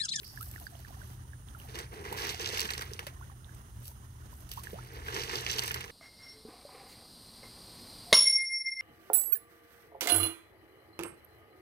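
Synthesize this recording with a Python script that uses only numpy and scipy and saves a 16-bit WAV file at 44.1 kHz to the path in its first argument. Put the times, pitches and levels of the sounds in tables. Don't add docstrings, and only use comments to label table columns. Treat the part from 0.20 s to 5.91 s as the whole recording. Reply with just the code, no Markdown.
import sys
import numpy as np
from scipy import signal
from scipy.fft import rfft, irfft, next_fast_len
from scipy.io import wavfile

SR = 44100
rng = np.random.default_rng(int(sys.argv[2]) if len(sys.argv) > 2 else 0)


def digitize_waveform(pressure):
    field = np.atleast_2d(pressure).T
    bounded = np.clip(field, -1, 1)
    quanta = np.round(bounded * 32767).astype(np.int16)
    wavfile.write(sys.argv[1], SR, quanta)


N = 251792

# freq_hz, density_db
ENGINE_COLOUR = [(18, -56), (35, -14), (60, -2.5), (90, -2), (108, -11), (123, -3), (145, -16.5),
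                 (180, -20), (260, -52)]
# time_s, level_db
ENGINE_LEVEL = [(0.0, -56.5), (0.29, -44.5), (0.35, -49), (3.5, -48.5), (3.56, -43), (3.69, -53),
                (4.07, -46.5), (4.1, -48.5), (5.63, -48), (5.71, -52)]
# freq_hz, density_db
POND_LEFT = [(150, 7), (260, -2.5), (400, -10.5), (600, -16.5), (900, -12.5), (1700, -24.5), (2500, -23.5),
             (3050, -30), (3700, -32), (5800, -48), (6600, -19), (7600, -66), (13500, -50), (15500, -22)]
POND_RIGHT = [(150, 12), (260, -4.5), (400, -5.5), (520, -18), (1000, -9), (1900, -11.5), (2450, -24.5),
              (2900, -14), (4500, -22), (6500, -14), (7100, -22.5), (11400, -21.5), (13000, -18.5),
              (15500, -25.5)]
# freq_hz, likeness_0_to_1
POND_LIKENESS = [(100, 0.86), (300, 0.87), (600, 1), (1200, 0.44), (2500, 0.067), (12000, 0.084)]
# freq_hz, density_db
THRASH_LEFT = [(160, -10), (280, -15.5), (345, -6), (460, -4), (570, -31), (850, -8.5), (1600, -7),
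               (1900, -9), (2500, -11), (3000, -6), (5000, -14), (7800, -16), (10000, -13.5), (15500, -11)]
THRASH_RIGHT = [(160, -11.5), (280, -18), (345, -4.5), (475, -4), (590, -21), (850, -9.5), (2000, -3),
                (3000, -5.5), (6000, -5), (7100, -13), (8000, -9), (11400, -17.5), (12800, -7.5),
                (15500, -14)]
# freq_hz, likeness_0_to_1
THRASH_LIKENESS = [(520, .97), (800, .4), (1300, .8), (2600, .62), (3400, .82), (7500, .62), (10000, .38),
                   (13000, .66)]
# freq_hz, phase_rad
THRASH_BEND = [(100, -.2), (500, -.55), (800, 0), (1300, -.7), (2300, .4), (3300, -.3), (5000, .2),
               (7000, 1.7), (7600, .8), (10000, 2.7), (11700, .4), (16000, 3.6)]
# start_s, length_s, spray_db, heavy_drop_share_db
SHOWER_EVENTS = [(0.01, 0.23, -61, -9), (0.22, 0.073, -54, -11), (0.323, 0.14, -59, -3.5),
                 (0.505, 0.43, -68, 2.5), (0.88, 0.043, -67, -10), (1.393, 0.061, -65, 0),
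                 (3.637, 0.018, -60.5, -2), (3.659, 0.019, -53, -6.5), (4.118, 0.11, -67, -7),
                 (4.313, 0.083, -58, 3.5), (4.43, 0.1, -63.5, -15)]
# start_s, length_s, strength_db, depth_db
SURGE_EVENTS = [(1.49, 0.01, -56, 1), (1.551, 0.065, -49.5, 3), (1.729, 0.085, -57.5, 10.5),
                (1.851, 0.11, -51.5, 7.5), (1.977, 0.13, -39, -2), (2.12, 0.13, -49, -8.5),
                (2.2, 0.11, -41.5, -5.5), (2.329, 0.1, -39.5, -5), (2.43, 0.099, -46, -6.5),
                (2.55, 0.056, -51.5, -2.5), (2.63, 0.075, -57, -1.5), (2.72, 0.12, -59.5, 1),
                (4.45, .23, -60.5, 0.5), (4.691, 0.076, -63.5, 9), (4.73, 0.12, -57.5, 7.5),
                (4.866, 0.061, -49.5, 3.5), (4.944, 0.08, -40, -5.5), (5.05, 0.07, -46.5, -1),
                (5.119, 0.058, -39, -7), (5.19, 0.12, -44, -6), (5.291, 0.044, -35.5, -15),
                (5.35, 0.048, -43.5, -2), (5.42, 0.058, -41.5, -12), (5.51, 0.11, -49.5, -1),
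                (5.61, 0.15, -58.5, -4)]
# start_s, peak_db
TICK_EVENTS = [(0.0313, -40), (0.0473, -33), (0.0786, -33), (0.16, -36), (0.211, -28), (0.2274, -28.5),
               (0.283, -43), (0.3133, -33.5), (0.3995, -32), (0.455, -42), (0.591, -41), (0.6814, -50),
               (2.4044, -20), (2.475, -40), (2.5914, -37), (3.348, -41), (3.6561, -42), (3.68, -28),
               (4.1113, -48), (4.1387, -39), (4.1684, -46), (4.2053, -36.5), (4.6483, -40), (5.4985, -38),
               (5.6564, -37)]
# start_s, peak_db, gurgle_share_db, spray_share_db
FIRST_BOUT_SLAPS = [(1.5474, -40, -15, -21), (1.555, -31, -6, -23), (1.5875, -23.5, -6.5, -21.5),
                    (1.8517, -37.5, 7.5, -30), (1.926, -36.5, -8, -4), (1.9746, -44, -10, -6),
                    (2.0044, -43, -20, -27), (2.047, -28, -6, -19), (2.092, -22, -18, -20),
                    (2.211, -25.5, -32, -34), (2.232, -42.5, -14, -24.5), (2.258, -17, -28, -36),
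                    (2.2726, -21.5, -29, -25), (2.3438, -21.5, -19, -31), (2.373, -18, -10, -28),
                    (2.4529, -25, -5, -17.5), (2.5048, -21, -7, -21), (2.536, -26, -10, -17),
                    (2.61, -29, -2, -16), (2.6198, -27, -2, -16), (2.7344, -30.5, -32, -19),
                    (2.7922, -29, -1.5, -21), (2.867, -27, -4.5, -16)]
SECOND_BOUT_SLAPS = [(4.291, -39, -15, -9), (4.3158, -27, -15, -17), (4.4351, -34.5, -5, -8),
                     (4.882, -31, 1, -21), (4.9243, -30.5, 0, -24), (4.9404, -37, -4, -25),
                     (4.964, -27.5, 3, -30), (5.035, -30.5, -8, -12), (5.0948, -31, 3.5, -24),
                     (5.1332, -31.5, 6.5, -27), (5.155, -22, -12, -33), (5.264, -24, -3, -26),
                     (5.299, -17, -18, -32), (5.314, -25, -22, -16), (5.384, -16.5, -12, -22),
                     (5.419, -35, 3, -10), (5.435, -21.5, -4.5, -18), (5.458, -32, -38, -5.5),
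                     (5.4782, -24, -4, -14), (5.5425, -25.5, -14, -12.5), (5.56, -33, 5, -24),
                     (5.697, -39.5, 1, -21)]
# start_s, peak_db, gurgle_share_db, spray_share_db
CLIPPING_SLAPS = [(2.1173, -30, -24, -27), (2.1464, -21, -30, -33), (2.394, -15, -32, -19),
                  (2.4043, -11, -28, -20), (2.41, -18, -30, -20), (2.416, -15, -25, -23),
                  (2.5788, -18.5, -8.5, -21), (2.593, -29, 1, -20), (5.3929, -11.5, -19, -21),
                  (5.401, -23, -8, -19), (5.5162, -20.5, -13, -17), (5.6075, -23.5, -7.5, -21),
                  (5.6416, -27.5, -5, -20), (5.647, -30, -2.5, -25)]
# start_s, peak_db, pitch_hz, rise_octaves_per_s
GULP_EVENTS = [
    (.018, -42, 404, -5),
    (1.286, -49, 3200, 6),
    (1.925, -26.5, 920, 11),
    (2.713, -32.5, 413, -11),
    (2.794, -38.5, 470, -6),
    (2.868, -35, 527, 19),
    (3.098, -44, 990, 30),
    (4.527, -33, 187, -2.5),
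    (4.53, -27, 430, 18.5),
    (4.541, -37, 630, -45),
]
# start_s, peak_db, pitch_hz, rise_octaves_per_s
PLINK_EVENTS = [(.174, -40.5, 1650, 6), (.227, -54, 1580, 3), (.36, -47, 1770, 6), (.379, -55, 1400, 7),
                (.467, -47, 1580, 0), (.468, -51, 4560, 1), (.553, -58, 3150, 0), (.668, -62, 2280, 8),
                (.55, -45.5, 690, -2), (.648, -46, 1800, 19), (.683, -51.5, 4630, -8),
                (.704, -50.5, 730, 6), (.768, -53, 796, 0), (.815, -49, 1560, 1), (.834, -53.5, 1980, -6),
                (1.133, -53, 1610, 2), (1.368, -55, 815, 13), (1.4, -48, 2960, -2), (1.451, -46.5, 736, 9),
                (1.945, -39, 896, 15), (2.14, -41.5, 740, -10), (2.674, -51, 1270, 7),
                (2.826, -46.5, 790, 36), (3.011, -47.5, 1040, -3), (3.245, -52.5, 3600, 0),
                (3.284, -63, 1680, -2), (3.293, -55, 1720, 0), (4.128, -52, 950, 17), (4.47, -42, 1580, 15),
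                (4.585, -45, 890, 17), (5.638, -48, 915, 12), (5.66, -46, 890, 27)]
# start_s, peak_db, pitch_hz,
# rise_octaves_per_s
SINGER_EVENTS = [(.206, -51, 1296, 10), (.408, -59, 747, -6.5), (.52, -60, 686, -2), (.724, -62, 1020, 4),
                 (1.348, -62.5, 1500, -23), (2.96, -65, 990, 5), (3.022, -60.5, 1250, 22),
                 (3.112, -62, 790, -2), (4.371, -45, 804, 44), (4.385, -55, 913, 12.5),
                 (4.548, -52, 592, 21.5), (4.585, -58.5, 1250, 13.5), (4.61, -69, 1940, -12)]
# start_s, peak_db
FAT_DROPS = [(0.0324, -48), (0.338, -51), (0.625, -55), (0.682, -55), (1.4156, -53), (1.4325, -51),
             (2.116, -44), (2.2111, -52), (2.49, -32), (2.539, -39), (2.5496, -40), (2.5928, -41),
             (3.0421, -62), (3.102, -57), (4.394, -55), (4.8842, -38), (5.1891, -42), (5.4203, -34.5),
             (5.5086, -30.5), (5.544, -33), (5.609, -36), (5.6792, -45)]
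MID_DROPS = [(0.0315, -56), (0.0805, -54), (0.3134, -57), (0.4001, -55), (0.4726, -44), (0.5908, -50),
             (0.6666, -56), (1.5187, -53), (1.5481, -47), (1.6507, -55), (1.9247, -44), (1.9742, -51),
             (2.1442, -31.5), (2.2898, -27), (2.3965, -31), (2.4024, -35), (2.4536, -41), (2.4761, -42),
             (2.579, -44), (2.5922, -53), (2.621, -48), (2.6935, -55), (2.7118, -54), (2.7354, -39),
             (2.7943, -40), (4.3148, -33), (4.4415, -48), (4.6498, -55), (5.035, -37), (5.097, -33),
             (5.1566, -24.5), (5.3373, -32), (5.3866, -35), (5.5091, -46)]
SMALL_DROPS = [(0.2838, -52), (0.3132, -46), (0.4565, -48), (0.5171, -50), (0.8253, -55), (0.9068, -58),
               (1.2857, -53), (1.4006, -53), (1.5784, -53), (1.6165, -48), (1.9949, -46), (2.2133, -50),
               (2.3297, -51), (2.3377, -50), (2.3486, -48), (2.4761, -44), (2.5159, -37), (2.579, -38),
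               (2.5928, -49), (2.6129, -46), (2.7116, -53), (2.8302, -56), (3.3489, -51), (4.1255, -56),
               (4.1694, -52), (4.3381, -44), (4.4384, -45), (4.5102, -52), (4.6345, -51), (4.9416, -46),
               (5.0499, -47), (5.2495, -49), (5.4028, -41), (5.4693, -41), (5.4751, -40), (5.4998, -50),
               (5.6088, -42), (5.6411, -52)]
FINE_DROPS = [(0.0315, -49), (0.1382, -53), (0.2287, -26), (0.3131, -36), (0.3999, -54), (0.6026, -43),
              (0.8453, -57), (1.2856, -56), (1.3607, -53), (1.3882, -46), (1.3984, -42), (1.4082, -52),
              (1.5952, -46), (1.9731, -35), (1.9949, -47), (2.072, -31.5), (2.0923, -41), (2.1393, -43),
              (2.1748, -48), (2.2124, -49), (2.2697, -44), (2.2902, -41), (2.3141, -49), (2.3379, -45),
              (2.3453, -47), (2.38, -45), (2.405, -29.5), (2.4614, -48), (2.6129, -43), (2.6525, -42),
              (2.7132, -48), (2.9939, -53), (3.0993, -51), (3.6027, -49), (3.6565, -45), (4.208, -44),
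              (4.3374, -34), (4.4355, -42), (4.6713, -45), (4.7375, -44), (4.7609, -44), (4.8516, -45),
              (4.8589, -50), (5.0967, -48), (5.1531, -41), (5.177, -56), (5.3209, -40), (5.3824, -35),
              (5.3926, -36), (5.4018, -42), (5.4998, -48), (5.5161, -45), (5.5604, -48)]
# low_hz, high_hz, t60_s, gain_db
DROP_VOICES = [
    (1530, 2850, .016, 0),
    (3670, 7700, 0.0075, 1.5),
    (7800, 11300, 0.0098, 2.5),
    (11000, 21600, 0.0067, 3.5),
]

POND_LEAD_S = -.00036


def from_db(db):
    return 10 ** (np.asarray(db) / 20)


def rms_one(x):
    return x / np.sqrt(np.mean(x ** 2) + 1e-20)


def in_time(rows):
    s, *columns = np.transpose(rows)
    return [np.interp(np.arange(N) / SR, s, c) for c in columns]


def at_hz(points, hz):
    freq_hz, value = np.transpose(points)
    return np.interp(np.log(hz + 1), np.log(freq_hz), value)


def drift(rate_hz):
    r = np.exp(-2 * np.pi * rate_hz / SR)
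    wander = signal.lfilter([1], [1, -2 * r, r * r], rng.standard_normal(N + SR))
    return rms_one(wander[SR:])


def band(x, low_hz, high_hz, order=4):
    return signal.sosfilt(signal.butter(order, [low_hz, high_hz], "band", fs=SR, output="sos"), x)


def at_microphones(sources, left, right, likeness, lead_s, bend=((20, 0), (20000, 0))):
    size = next_fast_len(N)
    hz = np.fft.rfftfreq(size, 1 / SR)
    shared, *own = rfft(sources, size)
    alike = np.clip(at_hz(likeness, hz), 0, 1)
    turn = np.exp(1j * (np.pi * hz * lead_s + at_hz(bend, hz) / 2))
    pair = []
    for colour, shift, scattered in zip((left, right), (turn, 1 / turn), own):
        wave = np.sqrt(alike) * shared * shift + np.sqrt(1 - alike) * scattered
        pair.append(from_db(at_hz(colour, hz)) * wave)
    return irfft(np.array(pair), size)[:, :N]


def droplets(per_s, cycles, low_hz, high_hz):
    born = rng.random(N) < per_s / SR
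    sizes = from_db(2.8 * np.minimum(rng.exponential(1, N), 4)) * born + 1e-18
    out, dealt = 0, rng.integers(0, 16, N)
    for k, hz in enumerate(np.geomspace(low_hz, high_hz, 16)):
        r, w = from_db(-60 * hz / (cycles * SR)), 2 * np.pi * hz / SR
        ringing = signal.lfilter([1, 0, -1], [1, -2 * r * np.cos(w), r * r], sizes * (dealt == k))
        out = out + np.sqrt(hz) * rms_one(ringing)
    return rms_one(out)


def rumble():
    noise = rng.standard_normal((3, N))
    low = at_microphones(noise, ENGINE_COLOUR, ENGINE_COLOUR, [(30, 1.0), (150, 0.94)], 0)
    pitch_hz = 123 + 3.19 * drift(5.82)
    drone = np.sin(2 * np.pi * np.cumsum(pitch_hz) / SR) * from_db(-4.5 + 1.3 * drift(12))
    return from_db(in_time(ENGINE_LEVEL)[0]) * (rms_one(low) + drone)


def pond():
    sources = rng.standard_normal((3, N))
    sources[0] += 0.32 * droplets(140, cycles=34.0, low_hz=564, high_hz=1980)
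    bed = at_microphones(sources, POND_LEFT, POND_RIGHT, POND_LIKENESS, POND_LEAD_S)
    level_db = -57 + 1.9 * np.tanh(drift(22.0)) + 2.57 * np.tanh(drift(14.4))
    return from_db(level_db) * rms_one(band(bed, 206, 19600))


def insects():
    chorus = band(rng.standard_normal((2, N)), 8900, 10000, order=2)
    return from_db(-66 + 1.0 * drift(1.2)) * rms_one(chorus) * from_db([[-2.5], [1.5]])


def at_churn(sources):
    lead_s = .000454
    return at_microphones(sources, THRASH_LEFT, THRASH_RIGHT, THRASH_LIKENESS, lead_s, THRASH_BEND)


def swells(times, lengths, levels_db):
    attack_db_per_s, release_db_per_s = 800, 260
    t = np.arange(0, N, 32) / SR
    early = np.maximum(times[:, None] - t, 0)
    late = np.maximum(t - (times + lengths)[:, None], 0)
    level_db = levels_db[:, None] - attack_db_per_s * early - release_db_per_s * late
    return np.interp(np.arange(N) / SR, t, from_db(2 * level_db).sum(axis=0))


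def bursts(times, peaks_db, decays):
    power, t = np.zeros(N), np.arange(SR // 8) / SR
    onset = 1 - np.exp(-t / 0.00039)
    for s, db, t60 in zip(times, peaks_db, np.maximum(decays, .003)):
        wash = 0.44 * from_db(-120 * t / t60) + 0.05 * from_db(-120 * t / (3.3 * t60))
        start = max(round(s * SR) - 16, 0)
        power[start:start + len(t)] += (from_db(2 * db) * onset * wash)[:N - start]
    return power


def spatter(per_s, spread_db, decay_s):
    landed = rng.random(N) < per_s / SR
    sizes = from_db(2 * spread_db * np.minimum(rng.exponential(1, N), 2.5)) * landed
    power = signal.lfilter([1], [1, -np.exp(-1 / (decay_s * SR))], sizes + 1e-18)
    return power / power.mean()


def contact(low_hz, high_hz):
    click = np.zeros((3, N))
    click[:, 200] = 1
    return band(at_churn(click), low_hz, high_hz)[:, :800]


def cracks(times, peaks_db, low_hz, high_hz):
    train, shape = np.zeros((1, N)), contact(low_hz, high_hz)
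    polarity = np.sign(np.sin(12000.0 * times))
    train[0, (times * SR).astype(int)] = from_db(peaks_db) * polarity
    return signal.fftconvolve(train, shape / np.abs(shape).max(), axes=1)[:, 190:190 + N]


def thrashing():
    sources = rng.standard_normal((3, N))
    sources[0] = rms_one(sources[0] + 1.6 * droplets(1500, cycles=10.0, low_hz=618, high_hz=13640))
    wave = at_churn(sources)

    start, length, db, depth = np.transpose(SURGE_EVENTS)
    fall, span, fine_db, heavy = np.transpose(SHOWER_EVENTS)
    churn = swells(start, length, db) + swells(fall, span, fine_db + heavy)
    gurgle = swells(start, length, db + 2 + 0.6 * depth)
    cavity = swells(start, length, db + depth)
    spray = 4 * swells(start, length, db - 12.5 + 0.26 * depth)
    shower = 1.63 * swells(fall, span, fine_db) * from_db(2.5 * drift(90))

    full_slaps = FIRST_BOUT_SLAPS + SECOND_BOUT_SLAPS
    s, peak_db, gurgle_share, spray_share = np.transpose(full_slaps + CLIPPING_SLAPS)
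    t60 = np.where(np.arange(len(s)) < len(full_slaps), .033, .01)
    tick_s, tick_db = np.transpose(TICK_EVENTS)
    ticks = bursts(tick_s, tick_db - 3.0, np.full(len(tick_s), .006))

    chop = 0.66 + 0.34 * spatter(220, spread_db=1.5, decay_s=0.019)
    chop_low = 0.12 + 0.49 * chop + 0.054 * spatter(190, spread_db=1.0, decay_s=0.0051)
    chop_fine = 0.18 + 0.55 * chop + 0.56 * spatter(400, spread_db=-22.0, decay_s=0.0027)

    cavity = cavity * from_db(-5.5 + 5.44 * drift(28)) + bursts(s, peak_db + gurgle_share - 14.0, 2.0 * t60)
    gurgle = gurgle * 0.84 * chop_low + bursts(s, peak_db + gurgle_share - 5.5, 2.27 * t60)
    body = churn * 0.79 * chop + bursts(s, peak_db - 7, t60) + 0.17 * ticks
    spray = spray * 0.23 * chop_fine + bursts(s, peak_db + spray_share + 3.5, 1.12 * t60)
    shower = shower + ticks
    sizzle = 0.0033 * body + 0.56 * spray + 0.17 * shower

    edges_hz = ((150, 637), (580, 2280), (2550, 6820), (7200, 10900), (10800, 15500))
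    powers = (cavity, gurgle, body, sizzle, spray + shower)
    wash = sum(np.sqrt(power) * rms_one(band(wave, *edges)) for power, edges in zip(powers, edges_hz))
    return wash + cracks(s, peak_db - 13.5, 860, 9900) + cracks(tick_s, tick_db - 12, 4500, 14000)


def bubbles():
    out, lag = np.zeros((2, N + SR)), round(-POND_LEAD_S * SR)
    t, waver = np.arange(SR // 6) / SR, np.resize(drift(78), N + SR)
    kinds = ((GULP_EVENTS, 11.4), (PLINK_EVENTS, 21), (SINGER_EVENTS, 95))
    for s, db, hz, rise, cycles in [(*row, cycles) for rows, cycles in kinds for row in rows]:
        t60, start = cycles / hz, round(s * SR)
        unrest = waver[start:start + len(t)]
        octaves = np.minimum(rise * t, .85) + 0.048 * unrest
        phase = 2 * np.pi * np.cumsum(hz * 2 ** octaves) / SR
        life_s = min(.034, 0.66 / max(rise, 1)) if rise > 15 or t60 > .14 else 1
        swell = (1 - np.exp(-t * hz / 1.44)) ** 2 * np.clip((life_s - t) / 0.0034 + 1, 0, 1)
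        tone = from_db(db - 60 * t / t60 + 2.7 * unrest[::-1]) * swell * np.sin(phase)
        shade_db = 12.8 * min(hz / 1500, 1)
        out[0, start + lag:start + lag + len(t)] += tone * from_db(-.6 * shade_db + 8.0)
        out[1, start:start + len(t)] += tone * from_db(1.2 * shade_db + 6.0)
    out[:, 400:] += 0.14 * out[::-1, :-400]
    return out[:, :N]


def drops():
    out, flurry = 0, rng.choice([-1., 1.], N)
    sizes = (FAT_DROPS, MID_DROPS, SMALL_DROPS, FINE_DROPS)
    for rows, (low_hz, high_hz, t60, gain_db) in zip(sizes, DROP_VOICES):
        s, db = np.transpose(rows)
        train = flurry * np.sqrt(bursts(s, db + gain_db, np.full(len(s), t60)))
        shape = contact(low_hz, high_hz)
        shape = shape / np.sqrt(np.sum(shape.mean(axis=0) ** 2))
        out = out + signal.oaconvolve(train[None], shape, axes=1)[:, 200:200 + N]
    return out


def swish():
    t = np.maximum(np.arange(N) / SR - .043, 0)
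    noise = rng.standard_normal((2, N)) + 0.22 * rng.standard_normal(N)
    hiss = rms_one(band(noise, 4500, 5600, order=2)) * from_db(-60 * t / 0.98 + 2.1 * drift(60))
    opening = rms_one(band(noise, 4340, 4900)) * from_db(1.5 - 60 * t / 0.035)
    return (hiss + opening) * from_db(-52.5) * (t > 0) * from_db([[-3], [2.5]])


def scene():
    return rumble() + pond() + insects() + thrashing() + bubbles() + drops() + swish()


def band_limit(x):
    return signal.sosfilt(signal.butter(12, 17010, fs=SR, output="sos"), x)


def record(dry):
    cut = signal.sosfilt(signal.ellip(10, .3, 45, 15760, fs=SR, output="sos"), dry)
    return band_limit(cut)


dry = scene()
out = record(dry)
digitize_waveform(out)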